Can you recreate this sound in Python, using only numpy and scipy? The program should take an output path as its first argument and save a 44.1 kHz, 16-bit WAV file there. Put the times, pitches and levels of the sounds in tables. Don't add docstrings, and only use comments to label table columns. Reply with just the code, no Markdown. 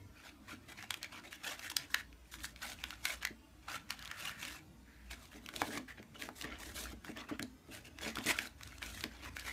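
import sys
import numpy as np
from scipy import signal
from scipy.io import wavfile
from scipy.ndimage import uniform_filter1d

SR = 44100
rng = np.random.default_rng(int(sys.argv[2]) if len(sys.argv) > 2 else 0)


def magnitude_from_level(level_db):
    exponent = np.asarray(level_db, float) / 20
    return 10 ** exponent


def dump(signal):
    limited = np.clip(np.atleast_2d(signal).T, -1, 1)
    pcm = np.round(limited * 32767).astype(np.int16)
    wavfile.write(sys.argv[1], SR, pcm)


N = 419832

# start_s, length_s, rustle_level_db, hiss_relative_to_rustle_db
RUB_STROKES = [(0.14, 0.13, -62, -12), (0.227, 0.091, -54, -11), (0.47, 0.087, -51.5, -8.5),
               (0.677, 0.062, -53.5, -5.5), (0.76, 0.11, -51.5, -13), (0.881, 0.13, -61.5, -3),
               (1.008, 0.066, -51, -16), (1.106, 0.11, -51.5, -13), (1.233, 0.058, -54, -10),
               (1.305, 0.066, -55.5, -4), (1.424, 0.15, -44.5, -7.5), (1.573, 0.062, -54.5, -6.5),
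               (1.611, 0.088, -51, -3.5), (1.7, 0.026, -54, 4), (1.745, 0.14, -54, -9.5),
               (1.884, 0.15, -59, -1), (2.308, 0.067, -57.5, 2.5), (2.363, 0.16, -61, -19),
               (2.431, 0.036, -49.5, 5.5), (2.601, 0.16, -49.5, -3.5), (2.757, 0.25, -56, -8.5),
               (3.026, 0.14, -46, -2), (3.207, 0.049, -50, -12), (3.674, 0.12, -45, -9.5),
               (3.884, 0.075, -53.5, -7.5), (3.93, 0.3, -59, -10), (4.155, 0.19, -48.5, -5.5),
               (4.363, 0.25, -50, -6), (5.096, 0.06, -49.5, -8.5), (5.127, 0.2, -65.5, -1.5),
               (5.302, 0.1, -59, -6.5), (5.403, 0.18, -65, -4), (5.518, 0.24, -52.5, -2),
               (5.706, 0.093, -48, -4.5), (5.969, 0.042, -59, -32), (6.142, 0.043, -57.5, -13),
               (6.174, 0.12, -54, -4), (6.341, 0.12, -63, 5.5), (6.397, 0.21, -54, -23),
               (6.572, 0.18, -55, -1), (6.729, 0.15, -52, 4), (6.822, 0.13, -56, -5), (7.03, 0.11, -57, -7),
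               (7.152, 0.081, -49.5, -22), (7.264, 0.11, -55.5, -46), (7.703, 0.1, -53, -2),
               (7.838, 0.059, -57.5, -8), (7.995, 0.14, -45, -9.5), (8.138, 0.087, -47.5, -14),
               (8.258, 0.074, -36.5, -3), (8.346, 0.15, -49, -3.5), (8.561, 0.26, -63, -4),
               (8.803, 0.13, -51.5, -3.5), (8.887, 0.21, -57, 0.5), (9.087, 0.23, -59, -13),
               (9.214, 0.09, -49, -11.5), (9.343, 0.11, -55.5, -4), (9.431, 0.11, -48, -6)]
# start_s, level_db, pocket_pitch_hz
CREASE_SNAPS = [(0.826, -31, 2120), (0.9065, -17, 3360), (0.9415, -23, 2440), (1.0297, -25.5, 4450),
                (1.0446, -32.5, 2220), (1.3286, -30.5, 1780), (1.594, -30.5, 2700), (1.7, -21.5, 3200),
                (1.716, -27, 1000), (1.7669, -10, 5550), (1.9441, -10.5, 1900), (2.128, -46, 2570),
                (2.3402, -29.5, 1700), (2.4047, -38, 2340), (2.444, -27, 1610), (2.561, -37, 2340),
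                (2.8392, -21, 1570), (2.906, -27, 2870), (3.054, -12, 2330), (3.226, -32, 3000),
                (3.231, -28.5, 1670), (3.251, -15, 2060), (3.272, -26, 2040), (3.9055, -17.5, 2870),
                (3.992, -35, 3940), (4.025, -35, 3400), (4.05, -36, 7000), (4.056, -34, 3430),
                (4.076, -34, 3700), (4.114, -23.5, 1850), (4.2944, -29, 1490), (4.429, -29, 2660),
                (4.451, -27, 3080), (5.1116, -29.5, 2400), (5.4618, -32, 3100), (5.4889, -27.5, 1580),
                (5.5388, -33, 1580), (5.562, -23, 3820), (5.618, -15, 860), (5.7746, -24, 1180),
                (6.028, -40, 2090), (6.222, -24, 1960), (6.289, -29, 890), (6.4127, -27.5, 2800),
                (6.422, -26.5, 3600), (6.443, -38, 2250), (6.588, -45, 7940), (6.838, -34, 6700),
                (7.047, -32.5, 1470), (7.172, -31, 2020), (7.289, -44, 1770), (7.395, -25, 1700),
                (7.421, -40, 6500), (7.4268, -23.5, 4140), (7.854, -41, 6150), (7.987, -32.5, 2040),
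                (8.014, -36, 7250), (8.156, -26.5, 3430), (8.1703, -26, 1370), (8.1861, -23, 1980),
                (8.241, -34, 4470), (8.2615, -23, 5400), (8.309, -19.5, 990), (8.3143, -22, 2300),
                (8.3882, -16.5, 1720), (8.61, -35, 1180), (8.633, -30, 4050), (8.675, -33, 3900),
                (8.7828, -36, 4100), (8.8272, -25, 2420), (9.008, -32, 4240), (9.0391, -21, 2490),
                (9.3674, -26, 1530), (9.396, -26.5, 4600)]
# start_s, length_s, level_db, pitch_hz
DRAGS_AND_CRUNCHES = [(3.933, 0.65, -56, 1690), (4.827, 0.27, -67.5, 1760), (5.872, 0.063, -50.5, 1840),
                      (6.439, 0.018, -43, 1950), (7.284, 0.03, -46.5, 1200), (1.971, 0.054, -48.5, 1780),
                      (7.15, 0.12, -56, 1150), (8.28, 0.041, -34, 2240)]
# start_s, push_level_db
TABLE_BUMPS = [(0.529, -65), (3.305, -61), (5.346, -62), (5.619, -54.5), (5.689, -58), (5.775, -61),
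               (5.795, -59), (5.996, -61.5), (6.281, -58), (6.444, -55), (6.93, -60), (7.091, -56),
               (7.312, -52.5), (7.397, -52), (7.425, -54), (7.686, -62), (8.064, -52), (8.18, -55),
               (8.256, -53), (9.038, -52.5)]
# time_s, share_db
PRESSING = [(0, -21.5), (5.0, -23), (5.5, -5), (9.5, -14.5)]
# pitch_hz, width_hz, relative_level_db
TABLE_MODES = [(100.3, 24, -2.5), (224.8, 10.4, 5), (256, 9, 6), (302.7, 37, 10.5), (434.5, 27, 5),
               (615, 113, 8)]
# frequency_hz, relative_level_db (per Hz)
PAPER_COLOUR = [(350, -54), (550, -5.5), (850, -6.5), (1700, -1.5), (2700, -3), (3600, -10.5), (5000, -17),
                (7000, -20), (11000, -106)]
# frequency_hz, relative_level_db (per Hz)
HISS_COLOUR = [(2200, -54), (3500, 0), (4800, -3), (6600, -1), (8000, -1), (12000, -3.5), (15000, -9)]
# frequency_hz, relative_level_db (per Hz)
HUSH_COLOUR = [(20, -54), (45, -16.5), (84, -10.5), (120, -12.5), (160, -14.5), (300, -11.5), (380, -24),
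               (520, -25), (1800, -31), (15000, -44.5)]
# time_s, level_db
LOW_HUM_LEVEL = [(0, -68), (1.7, -74), (2.3, -58.5), (3.3, -61.5), (3.6, -61.5), (4.2, -64.5), (5.1, -61.5),
                 (6.2, -71.5), (6.5, -54), (7.0, -57), (7.2, -66), (9.5, -57)]
# time_s, level_db
UPPER_HUM_LEVEL = [(7.3, -73), (7.8, -64), (9.5, -59)]

SPAN, LEAD = 2048, 512


def rustle():
    clumps = uniform_filter1d(uniform_filter1d(rng.standard_normal(N), size=300), size=200)
    clumps = magnitude_from_level(1.97 * unit_rms(clumps))
    sliding = 0.75 * rng.standard_normal(N)
    slips = 0.4 * grit(per_s=1200, spread_db=3.5)
    drive = unit_rms(clumps * (sliding + slips + 0.4 * crackle()))
    body = coloured(drive, PAPER_COLOUR, patchy_db=4.5, size=512)
    hiss = coloured(drive + 0.32 * rng.standard_normal(N), HISS_COLOUR, patchy_db=2.5)
    return strokes() * body + strokes(hiss=True) * hiss


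def strokes(hiss=False):
    power = np.zeros(N + SR)
    for start, length, db, hiss_db in RUB_STROKES:
        shape = fade(length)
        level = magnitude_from_level(db + hiss * hiss_db)
        power[round(max(start, 0) * SR):][:len(shape)] += (level * shape) ** 2
    stir = abs(uniform_filter1d(uniform_filter1d(power, size=4000), size=3000))
    return np.sqrt(power + magnitude_from_level(-10.0) ** 2 * stir)[:N]


def fade(length):
    rise, fall = 0.22, 0.33
    u = np.arange(0, 1, 1 / (max(length, 0.01) * SR))
    ramp = np.clip(np.minimum(u / rise, (1 - u) / fall), 0, 1)
    return np.sin(np.pi / 2 * ramp) ** 2


def crackle(count=12):
    out, t = np.zeros(N), np.arange(400) / SR
    for hz in np.geomspace(1400, 10000, count):
        facet = np.sin(2 * np.pi * hz * t) * np.exp(-hz * t / 1.5)
        facet *= np.sqrt(hz)
        out += signal.oaconvolve(grit(per_s=80, spread_db=3.8), facet)[:N]
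    return unit_rms(out)


def grit(per_s, spread_db, size=16):
    draw, out = rng.random((N // size, 4)), np.zeros(N)
    height = magnitude_from_level(spread_db * np.minimum(-np.log(1 - draw[:, 0]), 5))
    sign = np.sign(draw[:, 1] - 0.5)
    happens = draw[:, 2] < per_s * size / SR
    at = ((np.arange(len(draw)) + draw[:, 3]) * size).astype(int)
    out[at] = height * sign * happens
    return unit_rms(out)


def snaps():
    sag_per_s = 6.4
    out, t = np.zeros(N + SPAN), np.arange(SPAN) / SR
    noise = rng.standard_normal((len(CREASE_SNAPS), 2, SPAN))
    treble = signal.butter(4, [4500, 15200], "band", fs=SR, output="sos")
    mid = signal.butter(3, [1000, 9000], "band", fs=SR, output="sos")
    overtones = rng.uniform(1.3, 3, (len(CREASE_SNAPS), 3))
    onset = 1 - np.exp(-t / 0.00026)
    for (start, db, hz), (a, b), multiples in zip(CREASE_SNAPS, noise, overtones):
        at = round(start * SR)
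        ring = 0.55 * np.sin(2 * np.pi * hz * t * (1 - sag_per_s * t))
        ring *= magnitude_from_level(-60 * np.sqrt(hz) * t / 0.42)
        for k in multiples:
            ring += 0.094 * np.sin(2 * np.pi * hz * k * t) * magnitude_from_level(-60 * k * t / 0.017)

        burst = unit_rms(resonate_twice(signal.sosfilt(mid, a), hz, width=1.95 * hz))
        burst *= 0.54 * magnitude_from_level(-60 * t / 0.0084)
        settle = unit_rms(resonate(signal.sosfilt(mid, b * abs(a)), hz, width=2400))
        settle *= 0.097 * magnitude_from_level(-60 * t / 0.021)

        crack_db = -15.5 + 2 * np.log2(hz / 2000) + 0.02 * (db + 30)
        crack = magnitude_from_level(crack_db - 60 * t / 0.0085) * unit_rms(signal.sosfilt(treble, b))
        out[at:][:SPAN] += magnitude_from_level(db) * onset * (ring + burst + crack + settle)

        creak = unit_rms(resonate(signal.sosfilt(mid, (a * abs(b))[-LEAD:]), hz, width=2800))
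        creak *= magnitude_from_level(db - 19.5 - 60 * t[:LEAD] / 0.01)
        out[at - LEAD:][:LEAD] += creak[::-1]
    return out[:N]


def drags_and_crunches():
    out = np.zeros(N)
    drive = rng.standard_normal(N) + 1.3 * grit(per_s=640, spread_db=1.0)
    for start, length, db, hz in DRAGS_AND_CRUNCHES:
        at, shape = round(start * SR), fade(length)
        tone = unit_rms(resonate(drive[at:][:len(shape)], hz, width=0.21 * hz))
        out[at:][:len(shape)] += magnitude_from_level(db) * shape * tone
    return out


def table():
    drive = magnitude_from_level(curve(PRESSING)) * strokes() * rng.standard_normal(N)
    t, noise = np.arange(SPAN) / SR, rng.standard_normal((len(TABLE_BUMPS), SPAN))
    push = 5.1 * t / 0.00059 * np.exp(-t / 0.00051)
    for (start, db), rough in zip(TABLE_BUMPS, noise):
        scuffle = 0.41 * np.exp(-t / 0.021) * unit_rms(uniform_filter1d(rough, size=40))
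        drive[round(start * SR):][:SPAN] += magnitude_from_level(db) * (push + scuffle)
    out = np.zeros(N)
    for k, (hz, width, db) in enumerate(TABLE_MODES):
        mode = magnitude_from_level(db) * resonate(drive, hz, width) / np.sqrt(width)
        out += (-1) ** k * mode
    return 40 * out


def room(x):
    t = np.arange(SR // 3) / SR
    tail = rng.standard_normal(len(t)) * magnitude_from_level(-60 * t / 0.19) * (t > 0.003)
    tail = signal.lfilter([1], [1, -0.6], tail)
    return signal.fftconvolve(x, tail / np.linalg.norm(tail))[:N]


def hums():
    low_hz, upper_hz = 58.6, 83.5
    blur = unit_rms(resonate_twice(rng.standard_normal(N), low_hz, width=13.0))
    low = unit_rms(np.sin(2 * np.pi * low_hz * np.arange(N) / SR) + 0.87 * blur)
    upper = unit_rms(resonate_twice(rng.standard_normal(N), upper_hz, width=22.0))
    return magnitude_from_level(curve(LOW_HUM_LEVEL)) * low + magnitude_from_level(curve(UPPER_HUM_LEVEL)) * upper


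def hush():
    return magnitude_from_level(-61) * coloured(rng.standard_normal(N), HUSH_COLOUR, patchy_db=4.0, size=2048)


def unit_rms(x):
    return x / np.sqrt(np.mean(abs(x) ** 2) + 1e-20)


def curve(rows):
    return np.interp(np.arange(N) / SR, *np.transpose(rows))


def coloured(x, points, patchy_db=0, size=256):
    hz, _, z = signal.stft(x, SR, nperseg=size, noverlap=size * 3 // 4)
    point_hz, point_db = np.transpose(points)
    patches = uniform_filter1d(rng.standard_normal(z.shape), size=3, axis=0)
    patches = unit_rms(uniform_filter1d(patches, size=14, axis=1))
    colour_db = np.interp(np.log(hz + 1), np.log(point_hz + 1), point_db)
    z = z * magnitude_from_level(colour_db[:, None] + patchy_db * patches)
    shaped = signal.istft(z, SR, nperseg=size, noverlap=size * 3 // 4)[1]
    return unit_rms(shaped[:N])


def resonate(x, hz, width):
    r = np.exp(-np.pi * width / SR)
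    return 2 * signal.lfilter([1 - r], [1, -r * np.exp(2j * np.pi * hz / SR)], x).real


def resonate_twice(x, hz, width):
    return resonate(resonate(x, hz, width), hz, width)


def scene():
    paper = rustle() + snaps() + drags_and_crunches()
    return (paper + magnitude_from_level(-13.5) * room(paper) + table() + hums() + hush())[None]


def top_cut(x):
    return signal.sosfilt(signal.butter(12, 16460, fs=SR, output="sos"), x)


def record(dry):
    heard = dry - 0.55 * resonate(dry, hz=10400, width=360)
    low_pass = signal.firwin(301, 15600, fs=SR)
    heard = signal.oaconvolve(heard, low_pass[None], "same")
    return top_cut(heard)


dry = scene()
out = record(dry)
dump(out)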